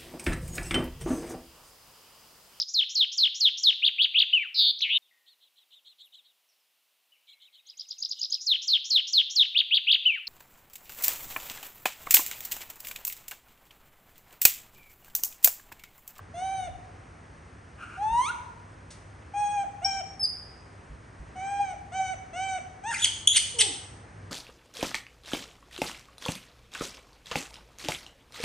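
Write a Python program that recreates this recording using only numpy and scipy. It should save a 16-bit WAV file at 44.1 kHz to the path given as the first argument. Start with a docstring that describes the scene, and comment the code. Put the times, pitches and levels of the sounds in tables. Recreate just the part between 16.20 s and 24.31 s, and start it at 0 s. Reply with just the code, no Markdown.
"""Young macaques on a wooden table in a bare, echoing room beg with arched coos; one coo climbs, a far one falls.
A coo is a nearly pure tone with overtones shaped by the throat; its pitch scoops up, holds, sags and drops.
The infant adds thin squeaks, and the juvenile's last coo cracks into three harsh shrieks: whistles that roughen.
Soft low thumps ring briefly, the first with a puff of air on the microphone (a dull burst of low noise);
something scuffs (grainy noise), and a low rumble of noise with a hum and a faint motor tone fills the room."""
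import sys
import numpy as np
from scipy import signal
from scipy.fft import rfft, irfft, next_fast_len
from scipy.io import wavfile
from scipy.ndimage import uniform_filter1d

SR = 44100
rng = np.random.default_rng(int(sys.argv[2]) if len(sys.argv) > 2 else 0)


def master_out(mix):
    """Clip the mix to full scale and print it as 16-bit PCM to the path in sys.argv[1]."""
    frames = np.transpose(np.atleast_2d(mix))
    ceiling = np.clip(frames, -1, 1)
    pcm = np.round(ceiling * 32767).astype(np.int16)
    wavfile.write(sys.argv[1], SR, pcm)


N = 357651


def undb(db):
    """Turn decibels into a gain."""
    return 10 ** (np.asarray(db) / 20)


def unit(x):
    """Scale to an rms level of 1."""
    return x / np.sqrt(np.mean(x ** 2) + 1e-18)


def at(points, hz):
    """Read a curve of (Hz, value) points, spacing the pitches evenly by octave."""
    f, value = np.transpose(points)
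    return np.interp(np.log(np.maximum(hz, 1)), np.log(f), value)


def colour(x, points):
    """Filter by a curve of (Hz, dB) points."""
    size = x.shape[-1]
    hz = np.arange(size // 2 + 1) * SR / size
    return irfft(rfft(x) * undb(at(points, hz)), size)


def waver(size, rate):
    """Smooth random drift with an rms of 1, renewed rate times a second."""
    hold = max(int(SR / rate), 1)
    smooth = uniform_filter1d(rng.standard_normal(size), hold)
    return unit(uniform_filter1d(smooth, hold))


def ramp(t, length):
    """Rise from 0 to 1 over a length of time."""
    return np.clip(t / length, 0, 1)


def hump(t, half_length):
    """A smooth rise and fall around time 0, down to 37 % one half length away."""
    return np.exp(-(t / half_length) ** 2)


def moments(length):
    """Sample times within a call, in seconds."""
    return np.arange(int(length * SR)) / SR


def add(out, start, x):
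    """Mix x in, starting at a time in seconds."""
    i = int(start * SR)
    out[i:i + len(x)] += x[:len(out) - i]


def stereo_noise(size, width):
    """Noise in two channels; a (Hz, dB) curve sets the left-right difference against the common part."""
    mid, side = rng.standard_normal((2, size))
    pair = mid + np.array([[1], [-1]]) * colour(side, width)
    # the extra difference must not make the noise louder
    makeup = [(hz, -10 * np.log10(1 + undb(db) ** 2)) for hz, db in width]
    return colour(pair, makeup)


def rumble(mains_db=-55, motor_hz=160, motor_db=-62):
    """Low, nearly steady room noise with a wavering mains hum and a faint motor tone."""
    # Colour of the room noise. Each row: frequency in Hz, relative level in dB.
    spectrum = [(15, -48.5), (25, -24.5), (58, -4), (101, -3), (127, -8.5), (155, -12), (271, -13.5),
                (407, -16), (1910, -21), (3800, -38.5), (6980, -37), (7530, -37), (9220, -36.5),
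                (10700, -54.5), (14000, -113.5), (22000, -120)]
    # Stereo width of the room noise. Each row: frequency in Hz, side level against mid in dB.
    width = [(60, -26.5), (190, -15.5), (550, -3.5), (1100, -1), (1900, -1.5), (3200, -55), (6000, -13.5),
             (10000, 2)]
    noise_db = -49
    t = np.arange(N) / SR
    noise = unit(colour(stereo_noise(next_fast_len(N), width), spectrum)[:, :N])
    noise = noise * undb(noise_db + 0.4 * waver(N, 5))
    mains = np.sin(2 * np.pi * 100 * t) * undb(mains_db + 2 * waver(N, 1.3))
    motor = np.sin(2 * np.pi * motor_hz * t) * undb(motor_db + 2 * waver(N, 1.4))
    return noise + mains + motor


def gesture(rows, edge):
    """Start time, on-off gate and sample-by-sample controls of one call; edge is the fade in seconds."""
    s, *columns = np.transpose(rows)
    t = np.arange(s[0] - edge / 2, s[-1] + edge / 2, 1 / SR)
    nearest_end = np.minimum(t - t[0], t[-1] - t)
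    gate = np.sin(np.pi / 2 * ramp(nearest_end, edge)) ** 2
    return t[0], gate, [np.interp(t, s, c) for c in columns]


def harmonics(hz, throat, count):
    """Phase of the vocal folds, harmonic numbers and the throat's gain for each."""
    phase = 2 * np.pi * np.cumsum(hz) / SR
    k = np.arange(1, count + 1)[:, None]
    gain = undb(at(throat, k * hz)) * (k * hz < SR / 3)
    return phase, k, gain


def coos(calls, throat, tone_db, overtone_db, jitter, air_db=-25):
    """A nearly pure fundamental; overtones and a trace of air pass the throat as the mouth opens."""
    out = np.zeros(N)
    for rows in calls:
        start, gate, (hz, low_db, high_db) = gesture(rows, edge=0.0082)
        size = len(hz)
        hz = uniform_filter1d(hz, SR // 100) * (1 + jitter * waver(size, 230) + 0.0023 * waver(size, 60))
        phase, k, gain = harmonics(hz, throat, count=15)
        # lips and tongue tremble, so each overtone flutters
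        gain = gain * undb([2 * waver(size, 43) for _ in k])
        loudness = np.sqrt((gain[1:] ** 2).sum(0) / 2)
        overtones = (gain * np.sin(k * phase))[1:].sum(0) / loudness
        # the air pulses once per cycle of the folds
        air = unit(colour(rng.standard_normal(size), throat)) * (1 + np.cos(phase)) * undb(air_db)
        tone = np.sqrt(2) * np.sin(phase) * undb(low_db + tone_db)
        add(out, start, gate * (tone + (overtones + air) * undb(high_db + overtone_db)))
    return out


def arch(s, length, top_hz, scoop, rise_s, sag, tone_db, overtone_db, swell_s, swell_db):
    """One coo's controls: pitch scoops, holds, sags and drops; loudness and brightness follow, with two swells."""
    # the pitch sags as the push wanes, then drops as the folds let go
    sag_s, drop_s, drop_octaves = 0.125, 0.021, 0.31
    # a young voice is never quite steady
    wobble_octaves, wobble_per_s = 0.00698, 22
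    # the start is soft; the tone crests early (as a share of the length), then swells again
    attack_s, attack_db = 0.034, -3
    crest_share, crest_half_s, crest_db, swell_half_s = 0.27, 0.038, 4, 0.014
    # a shut mouth muffles the overtones
    mouth_open_s, mouth_close_s, mouth_shut_db = 0.043, 0.031, -8.5
    # a slacker voice is softer and duller
    tone_db_per_octave, overtone_db_per_octave = 22, 20.5

    t = moments(length)
    left = length - t
    slack = scoop * (1 - ramp(t, rise_s)) ** 2
    slack = slack + sag * (1 - ramp(left, sag_s))
    slack = slack + drop_octaves * (1 - ramp(left, drop_s)) ** 2
    hz = top_hz * 2 ** (wobble_octaves * waver(SR, wobble_per_s)[:len(t)] - slack)
    push_db = attack_db * (1 - ramp(t, attack_s))
    push_db = push_db + crest_db * hump(t - crest_share * length, crest_half_s)
    push_db = push_db + swell_db * hump(t - swell_s, swell_half_s)
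    shut = 1 - ramp(t, mouth_open_s) * ramp(left, mouth_close_s)
    low_db = tone_db + push_db - tone_db_per_octave * slack
    high_db = overtone_db + mouth_shut_db * shut - overtone_db_per_octave * slack
    return np.transpose([s + t, hz, low_db, high_db])


def arches(voice):
    """Controls for all the arched coos of one voice."""
    # The arched coos. Each row: start in seconds, length in seconds, voice, top pitch in Hz before wobble,
    # scoop in octaves, rise in seconds, sag in octaves, fundamental and overtones in dB before the voice's trim,
    # time of the late swell after the start in seconds, swell in dB.
    coo_rows = [(0.141, 0.35, "open", 768.6, 0.18, 0.17, 0.14, -32.5, -46.5, 0.21, 5),
                (3.138, 0.31, "infant", 828, .08, .055, 0.078, -29, -45.5, 0.25, 5),
                (3.618, 0.2, "infant", 790.8, 0.25, 0.05, 0.051, -31.5, -42, 0.2, 3.5),
                (5.157, 0.39, "juvenile", 804.8, 0.12, 0.23, 0.16, -33, -45, 0.25, 12),
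                (5.72, .227, "juvenile", 760, .15, 0.052, 0.0304, -33, -39, 0.088, 9),
                (6.132, .26, "juvenile", 774.6, .22, .11, .06, -32, -38.5, .226, 6.5),
                (6.637, .09, "juvenile", 949, 0.3, 0.079, 0.0069, -32, -35.5, 0.064, 1)]
    return [arch(s, length, *shape) for s, length, who, *shape in coo_rows if who == voice]


def open_coos():
    """An open-throated voice: an arched coo, then one that climbs."""
    # Throat resonances. Each row: frequency in Hz, relative gain in dB.
    throat = [(1600, 3.5), (2400, 4), (3050, 1.5), (3800, -0.5), (4600, -13.5), (5400, -14), (6200, 3),
              (7000, -11), (8300, -7), (9300, -4.5), (11000, -12.5)]
    # The climbing coo. Each row: time in seconds, pitch in Hz, fundamental and overtones in dB before the trim.
    rising = [(1.77, 743, -51, -64), (1.784, 757, -36.5, -65), (1.832, 844, -26.5, -49),
              (1.864, 867, -25, -56), (1.88, 874, -26.5, -50.5), (1.996, 985.5, -20.5, -43),
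              (2.05, 1096, -35, -36), (2.098, 1424, -30.5, -42), (2.11, 1457, -23, -65)]
    return coos(arches("open") + [rising], throat, tone_db=-2.0, overtone_db=0.25, jitter=0.0057)


def puffs(top_hz=100):
    """Stirred air buffets each microphone port on its own: a dull, brief thump."""
    # Puffs of air. Each row: time of the peak in seconds, level in dB, half length in seconds.
    puff_rows = [(0.48, -46, 0.099), (1.943, -48.5, 0.049)]
    t = np.arange(N) / SR
    gust = sum(undb(db) * hump(t - s, half_s) for s, db, half_s in puff_rows)
    band = signal.butter(2, [top_hz / 2, top_hz], "band", fs=SR, output="sos")
    return gust * unit(signal.sosfilt(band, rng.standard_normal((2, N))))


def screams(calls, throat, gain_db, jitter, breadth, spread_hz):
    """Taut folds whistle; with roughness their cycles scatter, so each harmonic widens into a rasping band."""
    out = np.zeros(N)
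    for rows in calls:
        start, gate, (hz, db, rough) = gesture(rows, edge=0.003)
        size, rough = len(hz), np.clip(rough, 0, 1)
        shaken_hz = hz * (1 + jitter * rough * waver(size, 1500))
        phase, k, gain = harmonics(shaken_hz, throat, count=6)
        gain = gain / np.sqrt((gain ** 2).sum(0) / 2)
        tone = (gain * np.sin(k * phase)).sum(0)
        scatter = np.array([waver(size, spread_hz) + 1j * waver(size, spread_hz) for _ in k])
        bands = (gain * scatter * np.exp(1j * k * phase)).real.sum(0)
        # at its roughest the voice fills the gaps between the bands as well
        filling = unit(colour(rng.standard_normal(size), throat))
        rasp = unit(unit(bands) + breadth * rough * filling)
        voice = np.sqrt(1 - rough ** 2) * tone + rough * rasp
        add(out, start, gate * undb(db + gain_db) * voice)
    return out


def hoarse_start():
    """The climbing coo begins hoarsely: a rasp around one pitch."""
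    # Level of the hoarse start. Each row: time in seconds, level in dB before the trim.
    levels = [(1.58, -59), (1.636, -46.5), (1.652, -55.5), (1.77, -53), (1.778, -51), (1.785, -57)]
    # Throat resonances. Each row: frequency in Hz, relative gain in dB.
    throat = [(950, -20), (1420, 1.5), (1900, -23), (2500, -5.5), (3600, -31.5), (11000, -27)]
    pitch_hz, rough = 1410, 0.91  # roughness runs from 0 to 1
    rows = [(s, pitch_hz, db, rough) for s, db in levels]
    return screams([rows], throat, gain_db=6.5, jitter=0.039, breadth=1.0, spread_hz=460)


def thumps(push_s=0.0054):
    """Soft low thumps: a few low tones start together with a soft edge and ring briefly."""
    # Thumps; the first comes with a puff of air on the microphone.
    # Each row: start in seconds, level in dB before the ring of the modes.
    thump_rows = [(1.909, -36), (4.7, -39.5), (4.996, -38.5)]
    # Ringing low modes. 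Each row: frequency in Hz, level in dB, time to fade by 60 dB in seconds.
    modes = [(58, 5, 0.2), (84, -9, .12), (152, -2.5, 0.15), (243, -23, 0.18)]
    out, t = np.zeros(N), np.arange(SR // 2) / SR
    ring = sum(undb(db - 60 * t / t60) * np.sin(2 * np.pi * hz * t) for hz, db, t60 in modes)
    for s, db in thump_rows:
        add(out, s, undb(db) * ring * (1 - np.exp(-t / push_s)))
    return out


def scuffs(attack_s=0.00069):
    """Short, grainy brushes of noise."""
    # Scuffs. Each row: start in seconds, level in dB before grain and fade, decay time in seconds,
    # centre in Hz, width in octaves.
    scuff_rows = [(2.704, -43, 0.032, 6500, 1.8), (3.022, -53, 0.0063, 2700, 0.22)]
    out, t = np.zeros(N), np.arange(SR // 2) / SR
    for s, db, decay, hz, octaves in scuff_rows:
        band = [(hz * 2 ** (octaves * step), -3 * step ** 2) for step in range(-5, 6)]
        grain = unit(colour(rng.standard_normal(len(t)), band))
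        grain = grain * undb(1.2 * waver(len(t), 150))
        add(out, s, undb(db) * grain * np.exp(-t / decay) * (1 - np.exp(-t / attack_s)))
    return out


def infant_coos():
    """Arched coos through the infant's throat."""
    # Throat resonances. Each row: frequency in Hz, relative gain in dB.
    throat = [(900, 26), (1600, -1.5), (2400, 5.5), (3250, -3), (3950, -15.5), (4700, -23.5), (5500, -13.5),
              (6300, -1), (7100, -12), (8200, -4.5), (9100, -28), (11000, -28.5)]
    return coos(arches("infant"), throat, tone_db=-2.66, overtone_db=2.0, jitter=0.0019)


def glide(s, length, first_hz, last_hz, db, fade_db, rough):
    """A straight slide of pitch and level; a negative fade grows louder."""
    return [(s, first_hz, db, rough), (s + length, last_hz, db - fade_db, rough)]


def squeaks():
    """The infant's thin squeaks: short, high slides of pitch."""
    # Squeaks. 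Each row: start in seconds, length in seconds, first and last pitch in Hz,
    # level in dB before the trim, fade in dB, roughness from 0 to 1.
    squeak_rows = [(3.647, 0.026, 5500, 5570, -17.5, 9, 0.11), (3.7, 0.121, 5550, 5490, -36, 8, 0.03),
                   (3.996, 0.027, 5150, 5245, -31, -5.5, 0), (4.029, 0.028, 5125, 4670, -18.5, 2.5, 0)]
    # Throat resonances. Each row: frequency in Hz, relative gain in dB.
    throat = [(2500, -19), (5100, 12), (7500, -89), (10200, 9.5), (12000, -55)]
    calls = [glide(*row) for row in squeak_rows]
    return screams(calls, throat, gain_db=-3, jitter=0.058, breadth=0.6, spread_hz=760)


def juvenile_coos():
    """Arched coos through the juvenile's throat."""
    # Throat resonances. Each row: frequency in Hz, relative gain in dB.
    throat = [(850, 2), (1550, 2), (2300, 4), (3050, -4), (3850, -12.5), (4500, -19), (5300, -18),
              (6100, -2), (6900, -13.5), (8000, -4), (9200, -30.5)]
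    return coos(arches("juvenile"), throat, tone_db=-3.0, overtone_db=0.1, jitter=0.005)


def cracks():
    """Rough, sliding cracks of the voice lead from the last arched coo into the first shriek."""
    # Cracks. Each row: start in seconds, length in seconds, first and last pitch in Hz,
    # level in dB before the trim, fade in dB, roughness from 0 to 1.
    crack_rows = [(6.705, .036, 1900, 1453, -38.5, -3, 0.7), (6.742, .038, 2460, 1866, -32.5, 10.5, .8),
                  (6.778, 0.038, 2660, 3990, -41.5, -7, .85)]
    # Throat resonances. Each row: frequency in Hz, relative gain in dB.
    throat = [(900, -34.5), (1500, 7), (2400, -3.5), (4000, -14.5), (8500, -3.5), (11000, -13)]
    calls = [glide(*row) for row in crack_rows]
    return screams(calls, throat, gain_db=4.5, jitter=0.075, breadth=0.56, spread_hz=290)


def shriek(s, length, hz, sag, last_hz, yelp_db, whistle_db, burst_db, burst_s, whistle_rough, burst_rough):
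    """One shriek's controls: a yelp flicks up into a quavering whistle, which gives way in a rough burst."""
    yelp_at_s, yelp_half_s, flick_s, flick_octaves = 0.0036, 0.0032, 0.00917, 0.3745
    # the whistle grows, then settles lower
    whistle_attack_s, whistle_sag_s = 0.0086, 0.018
    quaver_octaves, quaver_per_s = 0.04, 90
    burst_lead_s = 0.014  # the burst peaks this long before the end
    # the pitch gives way at the end; this last share of the call roughens
    collapse_s, rough_share = 0.024, 0.506

    t = moments(length)
    left = length - t
    slack = flick_octaves * (1 - ramp(t, flick_s)) ** 2 + sag * (1 - hump(t, whistle_sag_s))
    whistle_hz = hz * 2 ** (quaver_octaves * waver(SR, quaver_per_s)[:len(t)] - slack)
    pitch = whistle_hz + (last_hz - whistle_hz) * (1 - ramp(left, collapse_s)) ** 2
    yelp = undb(yelp_db) * hump(t - yelp_at_s, yelp_half_s)
    whistle = undb(whistle_db) * ramp(t, whistle_attack_s)
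    burst = undb(burst_db) * hump(left - burst_lead_s, burst_s)
    push_db = 20 * np.log10(yelp + whistle + burst + 1e-9)
    rough = burst_rough + (whistle_rough - burst_rough) * ramp(left, rough_share * length) ** 4
    return np.transpose([s + t, pitch, push_db, rough])


def shrieks():
    """Three harsh shrieks: tight folds whistle, then break into a rasp."""
    # Shrieks. Each row: start in seconds, length in seconds, pitch in Hz before sag and quaver, sag in octaves,
    # last pitch in Hz, opening yelp, whistle and closing burst in dB before the trim,
    # burst half length in seconds, whistle roughness and burst roughness from 0 to 1.
    shriek_rows = [(6.817, 0.043, 3470, .06, 1933, -40.5, -23.5, -13.5, 0.0026, 0.39, 0.45),
                   (7.073, .11, 3730, .17, 2042, -6.5, -25.5, -16, 0.008, 0.16, 0.73),
                   (7.385, .04, 3079, 0.23, 3703, -29, -20, -16.5, 0.0064, 0.4, 0.9)]
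    # Throat resonances. Each row: frequency in Hz, relative gain in dB.
    throat = [(1000, -41.5), (1550, -11), (2100, 3.5), (2650, -21.5), (3050, -3.5), (3700, -0.5),
              (4600, -0.5), (5600, -12.5), (6800, -6.5), (7500, -6), (8400, 6), (9200, -11), (10200, -3),
              (12000, -30)]
    calls = [shriek(*row) for row in shriek_rows]
    return screams(calls, throat, gain_db=-0.7, jitter=0.06, breadth=0.9, spread_hz=1200)


def low_coo():
    """A low, falling coo with a less steady pitch and more air."""
    # The falling coo. Each row: time in seconds, pitch in Hz, fundamental and overtones in dB before the trim.
    falling = [(7.345, 504, -47, -67), (7.379, 470.7, -44.5, -51), (7.463, 391.3, -49, -44),
               (7.493, 315, -47.5, -85), (7.52, 263, -53, -60)]
    # Throat resonances. Each row: frequency in Hz, relative gain in dB.
    throat = [(450, -18), (850, 10), (1300, -37), (4000, -42.5)]
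    return coos([falling], throat, tone_db=1.5, overtone_db=-1, jitter=0.018, air_db=-14)


def room(x, echo_db, near_db, lead_s, gap_s=0.0059):
    """Direct sound, a slap off the table and the wall behind, then the diffuse ring of bare walls."""
    # Stereo width of the echoes. Each row: frequency in Hz, side level against mid in dB.
    width = [(200, -8), (750, 0), (1400, 2), (2400, -8), (3500, -8), (5500, -4), (9000, -1)]
    # Ring of the room. Each row: frequency in Hz, time to fade by 60 dB in seconds.
    ring_times = [(200, 0.15), (800, 0.96), (3200, 0.59), (6000, 0.68), (10000, 0.56)]
    t = np.arange(SR) / SR
    f, frames, cells = signal.stft(stereo_noise(SR, width), SR)
    decay = np.exp(-np.log(1000) * frames / at(ring_times, f)[:, None])
    # the ring waits for one gap, then fades in over another
    tail = signal.istft(cells * decay, SR)[1][:, :SR] * np.clip(t / gap_s - 1, 0, 1)
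    near = stereo_noise(SR, width) * np.exp(-t / 0.029) * np.clip(t / 0.00025 - 1, 0, 1)
    response = (undb(echo_db) * unit(tail) + undb(near_db) * unit(near)) / np.sqrt(SR)
    # the sound reaches the left port a moment before the right
    hz = np.arange(N // 2 + 1) * SR / N
    late = irfft(rfft(x) * np.exp(-2j * np.pi * hz * lead_s), N)
    return np.array([x, late]) + signal.fftconvolve(x[None], response, axes=1)[:, :N]


def scene():
    """Calls, thumps and scuffs share one room; the low coo comes from further off."""
    gentle = open_coos() + hoarse_start() + thumps() + scuffs() + infant_coos() + juvenile_coos()
    soft = room(gentle, echo_db=-7, near_db=-12, lead_s=0.00002)
    shrill = room(squeaks() + cracks() + shrieks(), echo_db=-6.0, near_db=-8.5, lead_s=0.000025)
    far = room(low_coo(), echo_db=0.5, near_db=-18, lead_s=0)
    return rumble() + soft + puffs() + shrill + far


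def record(dry):
    """The microphone has a narrow treble notch and a dull top, and rounds the loudest peaks."""
    # Microphone response. Each row: frequency in Hz, gain in dB.
    response = [(7050, 0), (7400, -24), (7600, -9.5), (7850, 1.5), (9700, -1.5), (11000, -24)]
    top_hz = 11400
    rounded = np.tanh(colour(dry, response))
    lowpass = signal.ellip(8, 0.2, 70, top_hz, fs=SR, output="sos")
    return signal.sosfilt(lowpass, rounded)


dry = scene()
out = record(dry)
master_out(out)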